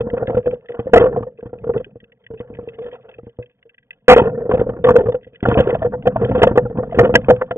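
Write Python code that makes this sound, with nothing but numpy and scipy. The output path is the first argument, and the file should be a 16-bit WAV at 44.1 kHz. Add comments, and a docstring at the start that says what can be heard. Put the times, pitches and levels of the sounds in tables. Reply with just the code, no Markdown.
"""Knocks on the wooden stock of a speargun, heard from inside a sealed camera housing that rides on it while a diver
climbs, handling gun and line: they travel through the wood and the air space of the housing rings near 500 Hz.
The loose steel shaft and line tick, made as damped sines with a rattle; glove, water and rubber rub on the gun,
made as random slips and noise shaking damped modes of stock, housing and air space.
One narrow-band microphone feeds both channels, the left a little late, and the loudest knocks overload it."""
import sys
import numpy as np
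from scipy import signal
from scipy.fft import rfft, irfft
from scipy.io import wavfile

SR = 44100
rng = np.random.default_rng(int(sys.argv[2]) if len(sys.argv) > 2 else 0)


def master_out(mix):
    """Clip the mix to full scale and print it as 16-bit PCM to the path in sys.argv[1]."""
    frames = np.transpose(np.atleast_2d(mix))
    ceiling = np.clip(frames, -1, 1)
    pcm = np.round(ceiling * 32767).astype(np.int16)
    wavfile.write(sys.argv[1], SR, pcm)


N = 333837   # length in samples


def from_db(db):
    """Amplitude factor of a level in dB."""
    return 10 ** (np.asarray(db) / 20)


def rms_one(x):
    """Scale a signal to an rms of 1."""
    return x / np.sqrt(np.mean(x ** 2) + 1e-20)


def in_time(rows):
    """Each column after the first, drawn as straight lines between the times in the first."""
    seconds, *columns = np.transpose(rows)
    return [np.interp(np.arange(N) / SR, seconds, column) for column in columns]


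def low_pass(x, hz, order=2):
    """Keep what lies below hz."""
    return signal.sosfilt(signal.butter(order, hz, fs=SR, output="sos"), x)


def high_pass(x, hz, order=2):
    """Keep what lies above hz."""
    return signal.sosfilt(signal.butter(order, hz, "high", fs=SR, output="sos"), x)


def ring(drive, hz, t60):
    """A damped mode: a unit click sets a sine ringing from height 1, down 60 dB after t60 seconds."""
    radius = from_db(-60 / (t60 * SR))
    angle = 2 * np.pi * hz / SR
    # the tiny offset keeps the filter out of denormal numbers
    return signal.lfilter([0, np.sin(angle)], [1, -2 * radius * np.cos(angle), radius ** 2], drive + 1e-18)


def wander(rate_hz, depth_db):
    """A gain that wanders at random: slow noise, its rms depth in dB."""
    return from_db(depth_db * rms_one(low_pass(rng.standard_normal(N), rate_hz)))


def body(drive, modes, colour_db=0):
    """All modes of one part, signs alternating; how hard each is driven wanders, so the colour keeps shifting."""
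    out = np.zeros(N)
    for k, (hz, db, t60) in enumerate(modes):
        wandering_drive = drive * wander(25, colour_db)
        out += (-1) ** k * from_db(db) * ring(wandering_drive, hz, t60)
    return out


def grains(per_s, size_db):
    """Slips at random moments and of random sign, a few much larger than the rest."""
    sizes = from_db(size_db * np.minimum(rng.exponential(1, N), 4))
    signs = rng.choice([-1, 1], N)
    return sizes * signs * (rng.random(N) < per_s / SR)


# Modes of the housing walls around the microphone.
# Each row: pitch in Hz, drive in dB against the other rows, t60 in seconds.
WALL_MODES = [(685, 2, 0.033), (790, -2, 0.028), (894, -4.5, 0.031), (1150, 3, 0.01), (1263, -0.5, 0.012),
              (1387, -2, 0.016), (1811, -14.5, 0.033)]


def walls(x):
    """Housing walls shaken by x; their modes fall off steeply above their range."""
    return low_pass(body(x, WALL_MODES, colour_db=4.0), 3000, order=6)


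# Modes of the lens port and mount.
# Each row: pitch in Hz, drive in dB against the other rows, t60 in seconds.
PORT_MODES = [(1640, -4.5, 0.024), (1994, -5.5, 0.023), (2230, 1, 0.0028), (2588, -4, 0.013),
              (2970, -10, 0.021), (3150, 1, 0.0062), (3504, 1.5, 0.0071)]


def port(x):
    """Lens port and mount shaken by x; their modes carry little below their range."""
    return high_pass(body(x, PORT_MODES, colour_db=3.5), 1700, order=4)


def scraped(envelope, part, per_s):
    """Slips under a contact envelope shake one part; a steady envelope of 1 gives an rms of about 1."""
    slips = grains(per_s, size_db=2.0)
    return part(envelope * slips) / np.std(part(slips))


# Modes of the wooden stock, kept rumbling by the water and struck by the knocks.
# Each row: pitch in Hz, drive in dB against the other rows, t60 in seconds.
STOCK_MODES = [(64, -14.5, 0.033), (120.4, 1, .12), (217.3, 8, 0.032), (299, -3, 0.054)]


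def water_rumble():
    """Water dragging past drives the stock with surging noise, and is heard itself below 60 Hz."""
    water = rng.standard_normal(N) * wander(12, 2.5)
    stock = low_pass(body(water, STOCK_MODES, colour_db=3.5), 260)
    return rms_one(stock) + 0.36 * rms_one(low_pass(water, 60))


def stock_thud(times, peak_db, spread_db=3.0):
    """Each blow pushes inward and strikes every stock mode with a strength of its own."""
    at = (np.asarray(times) * SR).astype(int)
    luck_db = spread_db * rng.standard_normal((len(at), len(STOCK_MODES)))
    out = np.zeros(N)
    for k, (hz, db, t60) in enumerate(STOCK_MODES):
        clicks = np.zeros(N)
        clicks[at] = -from_db(peak_db + db + luck_db[:, k])
        out += ring(clicks, hz, t60)
    return low_pass(out, 1100)


STIR_T60_S = 0.16
# Rubbing stirred up by a knock, in dB against it before smoothing: ring, rumble, grit, fine grit.
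STIR_DB = (-20, -17, -29.5, -50)


def stir():
    """Unrest of the grip: it jumps with every knock, since each leaves the grip shifting, and settles."""
    rows = np.array(KNOCKS)
    kicks = np.zeros(N)
    kicks[(rows[:, 0] * SR).astype(int)] = from_db(np.minimum(rows[:, 1], -3))
    settling = signal.lfilter([1], [1, -from_db(-60 / (STIR_T60_S * SR))], kicks)
    return low_pass(settling, 43, order=1)


# Modes of the air space in the housing under steady rubbing.
# Each row: pitch in Hz, drive in dB against the other rows, t60 in seconds.
CAVITY_MODES = [(493.1, 10, 0.023), (473.5, 10, 0.034)]
# Glove, water and rubber dragging on the gun, before the grip's unrest is added.
# Each row: time in seconds, then the rms levels in dB of ring, rumble, grit and fine grit.
RUBBING = [(0.0, -29, -33.5, -46, -76), (0.36, -26.5, -39, -39, -59), (0.53, -42, -63.5, -74, -73),
           (0.78, -61, -59, -49, -62.5), (0.95, -25.5, -34.5, -67, -57.5),
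           (1.1, -28.5, -34.5, -40.5, -76.5), (1.24, -44, -62.5, -76.5, -75),
           (1.45, -57.5, -56, -73.5, -74), (1.64, -40.5, -38.5, -58, -73), (2.19, -68.5, -66.5, -78, -78.5),
           (2.53, -42.5, -43, -55, -71), (2.72, -42, -48.5, -54.5, -59), (3.65, -70, -70, -79, -80),
           (4.11, -60.5, -62.5, -71, -77.5), (4.26, -22.5, -36, -43.5, -78.5), (4.87, -33, -32, -50, -68.5),
           (5.0, -18, -35, -39, -55.5), (5.19, -48.5, -54, -79.5, -77), (5.46, -54, -61.5, -58, -63),
           (5.61, -31, -26.5, -32.5, -42), (5.97, -47.5, -32.5, -49.5, -69), (6.39, -22, -18.5, -24, -47),
           (6.6, -37, -31, -54.5, -67), (6.81, -35, -29, -41.5, -69), (7.02, -35, -38.5, -47.5, -56),
           (7.19, -43, -24, -47, -54.5), (7.36, -50, -33.5, -43.5, -56), (7.57, -48.5, -42.5, -50, -77)]


def rubbing():
    """Slips of wandering strength shake air space, walls and port; water dragging past rumbles the stock."""
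    slips = grains(per_s=1200, size_db=4.5) * wander(6.1, 3.7)
    fine_slips = grains(per_s=900, size_db=3.0) * wander(25, 4.0)
    parts = body(slips, CAVITY_MODES), water_rumble(), walls(slips), port(fine_slips)
    unrest = stir()
    out = np.zeros(N)
    for db, stir_db, part in zip(in_time(RUBBING), STIR_DB, parts):
        level = np.hypot(from_db(db), from_db(stir_db) * unrest)
        out += level * rms_one(part)
    return out


# Ticks of the loose steel shaft and the line.
# Each row: start in seconds, level in dB before the trims of ping and rattle, pitch in Hz, ping t60 in seconds.
TICKS = [(0.0999, -35, 1696, 0.02), (0.177, -36, 1920, 0.028), (0.2713, -28, 1660, 0.027),
         (0.4274, -53, 1660, 0.03), (0.5422, -50, 1970, 0.025), (0.608, -60, 2640, 0.025),
         (0.6577, -49.5, 1760, 0.032), (0.6857, -37, 1920, 0.034), (0.7184, -41.5, 1920, 0.03),
         (0.847, -58, 1520, 0.03), (1.3736, -55.5, 2570, 0.058), (1.4054, -49, 1640, 0.025),
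         (1.585, -51, 2530, 0.026), (1.641, -49, 1670, 0.023), (1.736, -42, 1760, 0.019),
         (1.7764, -38, 2620, 0.031), (1.8442, -41, 1587, 0.035), (1.9054, -63, 2600, 0.03),
         (2.0017, -46, 1910, 0.039), (2.04, -49.5, 2640, 0.03), (2.1191, -48, 1930, 0.033),
         (2.2641, -36.5, 1930, 0.024), (2.374, -50, 2620, 0.061), (2.3934, -50, 1880, 0.023),
         (2.4757, -54, 1760, 0.019), (2.5377, -47.5, 2510, 0.035), (2.549, -46, 1970, 0.026),
         (2.5684, -50, 1720, 0.034), (2.6857, -38, 2610, 0.038), (2.7325, -46, 1740, 0.026),
         (2.842, -48, 1830, 0.038), (2.8604, -47, 1760, 0.09), (2.9134, -46, 1900, 0.045),
         (3.0896, -47, 2670, 0.046), (3.1125, -51, 2600, 0.046), (3.1393, -47, 2590, 0.043),
         (3.1827, -48, 2630, 0.021), (3.263, -55, 2030, 0.019), (3.2929, -55, 2970, 0.024),
         (3.4251, -43, 2580, 0.035), (3.4586, -51, 2630, 0.023), (3.4963, -58.5, 2530, 0.028),
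         (3.6267, -44.5, 1990, 0.016), (3.693, -45, 2640, 0.036), (3.7429, -49.5, 1940, 0.022),
         (3.7796, -45.5, 1975, 0.037), (3.8278, -57, 1950, 0.028), (3.9065, -31.5, 1940, 0.019),
         (3.9284, -50.5, 2590, 0.049), (4.0806, -4, 1490, 0.023), (5.2096, -60, 1980, 0.025),
         (5.231, -47, 1970, 0.036), (5.2444, -49.5, 1930, 0.045), (5.2744, -58, 1960, 0.046),
         (5.3444, -49, 2510, 0.041), (5.3566, -40.5, 1950, 0.024), (5.4036, -45.5, 1500, 0.03),
         (5.5416, -25.5, 1510, 0.015), (5.5878, -21.5, 1610, 0.049), (5.7039, -26.5, 1880, 0.02),
         (5.7441, -28.5, 1680, 0.038), (6.0236, -47, 1540, 0.033), (6.2463, -27.5, 1715, 0.021),
         (6.4182, -19.5, 1680, 0.035), (6.4353, -29, 1860, 0.023), (6.7726, -40, 1700, 0.036),
         (6.9102, -41, 2000, 0.029), (7.154, 1, 1529, 0.018), (7.214, -47, 1720, 0.026),
         (7.244, -35, 1510, 0.02), (7.3616, -38, 1550, 0.03), (7.5081, -25.5, 1766, 0.035)]


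def ticks():
    """A ragged rattle into port and mount, with a ping where one mode is caught best."""
    rattle, ping = np.zeros((2, N))
    for start, db, hz, t60 in TICKS:
        i = int(start * SR)
        t = np.arange(min(int(t60 * SR), N - i)) / SR
        rattle[i:i + len(t)] += from_db(db - 75 * t / t60)
        rise = 1 - np.exp(-t / 0.0011)
        ping[i:i + len(t)] -= from_db(db - 60 * t / t60) * rise * np.sin(2 * np.pi * hz * t)
    return from_db(4.5) * scraped(rattle, port, 3100) + from_db(5.0) * ping


# Knocks on the stock, heard through wood and housing.
# Each row: start in seconds, ring level in dB before its wavering, ring pitch in Hz, contact in seconds,
# ring t60 in seconds, then thud, crack and edge in dB against the ring, before their trims.
KNOCKS = [(0.006, -11, 468, 0.003, 0.088, -12, -17.5, -18.5),
          (0.067, -22.5, 478, 0.0085, 0.048, 0.5, -13.5, -37),
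          (0.131, -15.5, 484, 0.012, 0.055, -2, -15.5, -34),
          (0.165, -22, 509, 0.015, 0.055, -4, -10, -24.5),
          (0.205, -21.5, 482, 0.0058, 0.055, -28, -13, -41),
          (0.222, -12, 483, 0.0086, 0.049, -11, -14.5, -53), (0.278, -19, 528, 0.01, 0.057, -1.5, -12, -23),
          (0.297, -8, 494, 0.0071, 0.037, -21.5, -19, -29),
          (0.345, -16, 509, 0.006, 0.064, -4, -14.5, -19.5),
          (0.368, -7.5, 493, 0.013, 0.074, -11, -21, -29), (0.458, -12, 501, 0.0051, 0.14, -19, -26.5, -22),
          (0.47, -12.5, 493, 0.008, 0.13, -14.5, -23, -35), (0.506, -26, 483, 0.012, 0.076, -6, -11.5, -12),
          (0.526, -19, 488.4, 0.011, 0.11, -22.5, -24, -32),
          (0.692, -23.5, 477, 0.015, 0.14, -28, -17, -23), (0.742, -27.5, 473, 0.0079, 0.17, -15, -11, -16),
          (0.791, -16, 470, 0.008, 0.087, -5, -13, -22), (0.855, -32.5, 538, 0.02, 0.084, 6, -22, -27),
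          (0.868, -16.5, 514, 0.009, 0.044, -14, -19, -49),
          (0.892, -30, 468, 0.0044, 0.061, -3, -10.5, -25.5),
          (0.933, 5, 472.4, 0.012, 0.026, -13.5, -12.5, -13.5),
          (0.956, -6.5, 446, 0.0095, 0.047, -5.5, -2.5, -20),
          (0.968, -0.5, 483, 0.013, 0.019, -14.5, -11.5, -13.5),
          (0.993, -11, 394, 0.019, 0.03, -6, -7, -15.5), (1.006, -4, 482, 0.02, 0.034, -16, -13, -24),
          (1.038, -6, 482, 0.0055, 0.049, -12, -13, -26.5), (1.056, -8, 506, 0.012, 0.05, -25, -16.5, -29),
          (1.081, -19, 472, 0.009, 0.072, -10.5, -13, -43),
          (1.11, -19.5, 435, 0.011, 0.055, -12.5, -29, -40),
          (1.123, -21, 464, 0.013, 0.055, -15, -10.5, -37),
          (1.144, -30, 425, 0.0085, 0.055, 3.5, -13, -36.5),
          (1.16, -16.5, 446, 0.008, 0.066, -15.5, -8.5, -26),
          (1.17, -9.5, 485, 0.0081, 0.062, -12.5, -28, -49),
          (1.206, -25, 475, 0.0074, 0.055, 0, -33.5, -39.5), (1.224, -27, 473, 0.0082, 0.11, -5, -5.5, -21),
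          (1.266, -24, 505, 0.013, 0.068, -21, -19, -43.5), (1.386, -30, 452, 0.011, 0.036, -31, -45, -37),
          (1.427, -25, 480, 0.0058, 0.082, -8.5, -18, -32), (1.455, -31, 486, 0.015, 0.05, 4.5, -12, -24),
          (1.491, -45, 445, 0.009, 0.055, 3, -7, -17), (1.53, -25.5, 484, 0.0075, 0.084, -7, -12.5, -30),
          (1.554, -34.5, 474, 0.0083, 0.085, -7, -23, -40), (1.579, -38, 452, 0.0072, 0.074, -15, -29, -34),
          (1.638, -22, 465, 0.0041, 0.15, -13, -16.5, -25.5),
          (1.667, -18, 471, 0.011, 0.055, -7.5, -18.5, -32),
          (1.692, -9.5, 472, 0.0075, 0.09, -10, -21.5, -37),
          (1.738, -25, 408, 0.012, 0.055, -13, -4.5, -37), (1.751, -19, 448, 0.015, 0.052, -4.5, -31, -44),
          (1.761, -11.5, 462, 0.0078, 0.072, -17.5, -24, -40),
          (1.797, -23, 503, 0.014, 0.055, -10, -22.5, -30),
          (1.865, -36.5, 413, 0.0058, 0.074, -6, -26, -32),
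          (1.956, -30.5, 475, 0.011, 0.034, -7, -34.5, -55),
          (2.03, -47, 473, 0.0065, 0.052, -2.5, -25, -15),
          (2.236, -54.5, 470, 0.009, 0.055, -9.5, -10, 6.5),
          (2.303, -26.5, 461.5, 0.012, 0.17, -3.5, -19.5, -31),
          (2.336, -28.5, 449, 0.0084, 0.13, -9, -19, -22), (2.401, -23, 480, 0.0069, 0.076, -5, -16.5, -12),
          (2.5, -30, 470, 0.0071, 0.055, -7, -46, -48), (2.529, -34.5, 465, 0.008, 0.055, -1, -21, -28),
          (2.545, -37.5, 487, 0.012, 0.063, -3, -19, -10), (2.587, -24, 478, 0.0077, 0.13, -6, -18, -42),
          (2.628, -33.5, 454, 0.011, 0.055, 1, -31, -44),
          (2.674, -25.5, 463, 0.0077, 0.14, -11.5, -53, -34), (2.737, -40, 453, 0.016, 0.055, -7, -29, -8),
          (2.784, -22, 452, 0.0075, 0.17, -38.5, -20, -19), (2.813, -28.5, 491, 0.027, 0.17, -38, -18, -17),
          (2.85, -27.5, 490, 0.027, 0.17, -34, -17.5, -32), (2.881, -30, 483, 0.0082, 0.1, -19, -14, -21),
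          (2.924, -30.5, 494, 0.021, 0.079, -21, -7, -10), (2.949, -42, 498, 0.013, 0.039, -21, -0.5, -4),
          (3.083, -39.5, 518, 0.012, 0.055, -20, -7.5, -23),
          (3.129, -43.5, 463, 0.0041, 0.039, -22, -15, -9), (3.185, -33, 474, 0.009, 0.073, -5, -16.5, -29),
          (3.23, -43, 486, 0.015, 0.055, 7.5, -30, -23), (3.267, -32.5, 469, 0.008, 0.1, 2, -20, -35),
          (3.387, -25, 490, 0.0074, 0.17, -4, -30, -37), (3.653, -42.5, 463, 0.012, 0.074, -31, -43.5, -21),
          (4.081, 9.5, 493, 0.0093, 0.083, -28.5, -9.5, -20), (4.095, 2.5, 501, 0.012, 0.06, -26, -9.5, -6),
          (4.109, 6.5, 478, 0.0054, 0.035, -36, -4, -38), (4.121, 1, 493, 0.015, 0.044, -15, -5.5, -7.5),
          (4.144, -16.5, 436, 0.0063, 0.03, -11.5, -27, -1.5),
          (4.162, 0.5, 459.5, 0.009, 0.12, -18.5, -15, -19),
          (4.177, -1, 514, 0.0047, 0.02, -16, -8.5, -10.5),
          (4.189, -1.5, 492, 0.014, 0.033, -20, -15, -18.5),
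          (4.215, -10.5, 403, 0.0081, 0.032, -3.5, -10, -23),
          (4.235, -14.5, 439, 0.013, 0.037, -5, -11, -25), (4.25, -13, 458, 0.016, 0.059, -23, -12, -26.5),
          (4.268, -15, 482, 0.011, 0.062, -16, -10.5, -28),
          (4.291, -19.5, 485, 0.0061, 0.077, -22, -10, -32),
          (4.325, -32.5, 490, 0.015, 0.055, -14.5, -13, -35),
          (4.344, -28, 480, 0.0098, 0.055, -3, -9.5, -37), (4.375, -15, 471, 0.011, 0.081, -16, -24.5, -51),
          (4.404, -19, 466, 0.016, 0.055, -17.5, -12.5, -49),
          (4.452, -17.5, 485, 0.016, 0.055, -15.5, -15.5, -45),
          (4.493, -9, 439, 0.0063, 0.048, -17, -14.5, -27), (4.51, -9, 479, 0.01, 0.029, -19.5, -13, -23.5),
          (4.534, -10, 509, 0.019, 0.044, -4, -11.5, -21.5),
          (4.571, -16, 475, 0.0078, 0.034, -4.5, -5, -20), (4.592, -16.5, 463, 0.015, 0.046, -2, -8, -16),
          (4.613, -8.5, 478, 0.0058, 0.031, -10, -22, -31), (4.631, -37, 509, 0.012, 0.081, 4.5, 0, -34),
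          (4.665, -17, 505, 0.0066, 0.076, -14.5, -25.5, -43),
          (4.69, -12.5, 490, 0.01, 0.044, -13, -16.5, -32),
          (4.732, -27.5, 463, 0.0054, 0.055, -3, -5.5, -41),
          (4.763, -32.5, 347, 0.009, 0.045, -3, 1, -50.5), (4.84, -0.5, 483, 0.013, 0.028, -27.5, -13, -23),
          (4.862, -5, 502, 0.012, 0.075, -18, -10.5, -22),
          (4.884, -5.5, 493, 0.01, 0.035, -6.5, -8.5, -22.5),
          (4.904, -6.5, 486, 0.013, 0.039, -7, -13, -28), (4.938, -14, 470, 0.0086, 0.068, -25, -15.5, -39),
          (4.954, -2, 483, 0.014, 0.084, -30, -20, -26), (4.982, -6.5, 510, 0.013, 0.064, -8, -16.5, -31),
          (5.005, -11.5, 435, 0.0082, 0.055, -18, -13, -28.5),
          (5.035, -22, 406, 0.0064, 0.055, -13, -13, -28.5),
          (5.055, -15.5, 442, 0.016, 0.055, -1, -14.5, -23.5),
          (5.084, -9.5, 490.5, 0.0098, 0.073, -12, -20.5, -28.5),
          (5.12, -21.5, 444, 0.0041, 0.055, -16, -8.5, -17),
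          (5.143, -12.5, 498, 0.008, 0.085, -23, -17.5, -26),
          (5.218, -45, 460, 0.013, 0.034, -12.5, -41, -16), (5.266, -33, 493, 0.0086, 0.06, -7.5, -38, -23),
          (5.33, -46, 464, 0.009, 0.047, 1.5, -36, -9), (5.426, -23, 388, 0.013, 0.052, 10, -4, -6),
          (5.452, -16, 554, 0.0052, 0.048, 0, 2, -10.5), (5.459, -22, 390, 0.009, 0.082, 1, -11, -19),
          (5.471, -16.5, 484, 0.0053, 0.05, 0.5, -12.5, -23),
          (5.484, -9, 501, 0.0082, 0.069, -1.5, -15, -16), (5.495, -17.5, 534, 0.01, 0.045, -5, -5.5, -19),
          (5.511, -15.5, 487, 0.0064, 0.055, -2, -6.5, -15),
          (5.523, -15, 450, 0.013, 0.055, 0, -12.5, -17.5),
          (5.548, -18.5, 448, 0.024, 0.09, -9.5, -5.5, -27),
          (5.571, -8.5, 512, 0.011, 0.03, 0, -10.5, -14.5),
          (5.586, -6.5, 582, 0.0073, 0.036, -1, -13.5, -26),
          (5.6, -3, 508, 0.0079, 0.067, -6.5, -11.5, -18),
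          (5.62, -18.5, 486, 0.009, 0.055, -3.5, -10, -24.5),
          (5.661, -34, 449, 0.0084, 0.063, -15.5, -14.5, -21),
          (5.671, -6.5, 430, 0.0059, 0.018, -21.5, -15.5, -23.5),
          (5.687, -14.5, 452, 0.0067, 0.066, -18.5, -16, -17.5),
          (5.697, -12, 488, 0.0062, 0.15, -31, -19.5, -17.5),
          (5.727, -13, 485, 0.005, 0.15, -12.5, -13.5, -33),
          (5.751, -10, 643, 0.004, 0.023, -19.5, -21.5, -28),
          (5.818, -14.5, 646, 0.011, 0.1, -4.5, -5, -19), (5.845, -11, 486, 0.017, 0.1, -17, -16.5, -31),
          (5.92, -27.5, 463, 0.013, 0.04, -21.5, -5, -46), (5.932, -17, 497, 0.016, 0.13, -8.5, -12.5, -33),
          (6.054, -19, 470, 0.0097, 0.065, -17, -2, -19.5),
          (6.069, -5.5, 499.4, 0.0076, 0.11, -17, -12.5, -19.5),
          (6.157, -15, 656, 0.011, 0.045, -4.5, -8.5, -22),
          (6.212, -13, 483, 0.01, 0.055, -5.5, -14.5, -27),
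          (6.221, -12, 475, 0.016, 0.1, -21.5, -16.5, -46),
          (6.254, -16.5, 474, 0.009, 0.047, -4.5, -29, -38), (6.287, -16, 476, 0.012, 0.039, -12, -28, -22),
          (6.31, -17, 533, 0.009, 0.055, 2.5, -7, -22.5), (6.348, -8, 503, 0.014, 0.12, -8.5, -13, -23),
          (6.378, -13, 434, 0.006, 0.055, -9, -22, -14), (6.389, -16.5, 474, 0.0051, 0.025, -6, -10, -23),
          (6.417, -6, 456, 0.0074, 0.041, -17, -12, -14), (6.429, -0.5, 460, 0.0056, 0.063, -4.5, -3, -8),
          (6.444, -15.5, 522, 0.0081, 0.018, -15, -16, -9.5),
          (6.47, -1, 513, 0.0031, 0.044, -16, -12.5, -18.5),
          (6.492, -32, 500, 0.0067, 0.055, -8.5, -22.5, -10), (6.51, -18.5, 370, 0.0057, 0.039, 8, -7, -30),
          (6.533, -40.5, 533, 0.0064, 0.047, 13.5, -18, -37),
          (6.555, -11, 440, 0.0094, 0.028, -23.5, -10, -23),
          (6.574, -4, 492.5, 0.0076, 0.12, -5.5, -3.5, -18),
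          (6.65, -17.5, 490, 0.014, 0.082, -2, -18.5, -41), (6.698, -23.5, 467, 0.013, 0.055, -1, -14, -43),
          (6.725, -31.5, 483, 0.0062, 0.055, -2, -17, -33), (6.752, -28, 468, 0.0075, 0.055, -5, -7.5, -35),
          (6.77, -25.5, 475, 0.0068, 0.055, 0.5, -3, -30), (6.784, -14.5, 501, 0.0087, 0.13, -3, -10, -51),
          (6.827, -20, 469, 0.0085, 0.055, -13.5, -4.5, -31),
          (6.873, -29, 480, 0.01, 0.055, -2, -28.5, -41), (6.923, -19, 668, 0.0051, 0.04, -22, -10, -18),
          (6.944, -16.5, 495, 0.0099, 0.069, -21, -19, -17),
          (6.961, -19.5, 478, 0.0048, 0.049, -13, -14, -24),
          (6.973, -14.5, 428, 0.0098, 0.04, -5, -21.5, -22),
          (6.986, -1, 487, 0.0073, 0.08, -8.5, -1.5, -14), (7.001, -1.5, 485, 0.01, 0.069, -11.5, -20, -26),
          (7.03, -10.5, 375, 0.0095, 0.047, -3, -4, -18), (7.044, -10, 509, 0.012, 0.1, -9.5, -5.5, -16),
          (7.066, -10.5, 467, 0.011, 0.066, -8, -24, -28), (7.092, -10.5, 492, 0.013, 0.081, -20, -15, -58),
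          (7.124, -21.5, 501, 0.0077, 0.055, -3, -31, -44), (7.139, -12.5, 423, 0.0053, 0.033, -1, -8, -7),
          (7.151, -4, 499, 0.0035, 0.11, -6.5, -5, 3), (7.167, -19.5, 460, 0.0084, 0.055, -1, -7, -12),
          (7.178, -19.5, 508, 0.015, 0.067, -1, -30, -28), (7.284, -5, 499, 0.0053, 0.063, -9, -9.5, -19),
          (7.297, 0.5, 500, 0.0095, 0.15, -9, -9.5, -21), (7.411, -14, 511, 0.011, 0.11, -22, -7.5, -25.5),
          (7.508, -13.5, 501, 0.0054, 0.093, -13.5, -9.5, -28),
          (7.559, -19, 472, 0.009, 0.055, -21, -36, -34)]
SWELL_SHARE = 0.34   # swell time as a share of the contact; the ring is full after 0.61 of the swell


def knocks():
    """The air space swells, holds while the contact lasts, then dies; the next contact damps it."""
    cavity, crack, edge = np.zeros((3, N))
    rows = np.array(KNOCKS)
    starts, peak_db, thud_db = rows[:, 0], rows[:, 1], rows[:, 5]
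    swells = SWELL_SHARE * rows[:, 3]
    ends = list(starts[1:] + swells[1:]) + [N / SR]
    for (start, db, hz, touch, t60, _, crack_db, edge_db), swell, end in zip(KNOCKS, swells, ends):
        i = int(start * SR)
        t = np.arange(min(int((touch + t60) * SR), N - i)) / SR
        here = slice(i, i + len(t))
        rise = np.sin(np.pi / 2 * np.clip(0.14 + 1.4 * t / swell, 0, 1)) ** 2
        after = np.maximum(t - touch, 0)   # seconds since the contact ended
        damped = from_db(-900 * np.maximum(t - (end - start), 0))
        cavity[here] -= from_db(db - 60 * after / t60) * rise * damped * np.sin(2 * np.pi * hz * t)
        # the scrape fades sooner than the ring
        contact = from_db(db - 60 * after / min(t60, .03) - 320 * t) * rise
        crack[here] += from_db(crack_db) * contact
        edge[here] += from_db(edge_db) * contact
    cavity *= wander(90, 2.5)   # the ring wavers quickly in level
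    thud = from_db(-4.5) * stock_thud(starts + swells / 2, peak_db + thud_db)
    bright = from_db(2.0) * scraped(crack, walls, 2000) + from_db(-2.5) * scraped(edge, port, 4300)
    return cavity + thud + bright


def scene():
    """Everything reaches one microphone in the housing, which does not follow steady pressure."""
    mono = high_pass(rubbing() + ticks() + knocks(), 40)
    return np.array([mono, mono])


CONVERTER_TOP = 1.2   # overload point, full scale = 1
MIC_STOP_HZ, CUTOFF_HZ = 4538, 16500   # where the two low-passes are 70 and 60 dB down
LEFT_LAG_S = 1 / 8000


def record(dry):
    """The converter overloads and is narrow-band; the left is late; overshoot is clipped; hiss; top cut."""
    overloaded = np.clip(dry, -CONVERTER_TOP, CONVERTER_TOP)
    narrow = signal.sosfilt(signal.cheby2(10, 70, MIC_STOP_HZ, fs=SR, output="sos"), overloaded)
    # a delay by a fraction of a sample, as a phase slope over a padded spectrum
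    size = 2 ** 19
    cycles_per_sample = np.arange(size // 2 + 1) / size
    delay = np.exp(-2j * np.pi * LEFT_LAG_S * SR * cycles_per_sample)
    late = irfft(rfft(narrow[0], size) * delay)[:N]
    clipped = np.clip([late, narrow[1]], -1, 1)
    hiss = from_db(-104) * rng.standard_normal((2, N))
    top_cut = signal.cheby2(12, 60, CUTOFF_HZ, fs=SR, output="sos")
    return np.clip(signal.sosfilt(top_cut, clipped + hiss), -1, 1)


dry = scene()
out = record(dry)
master_out(out)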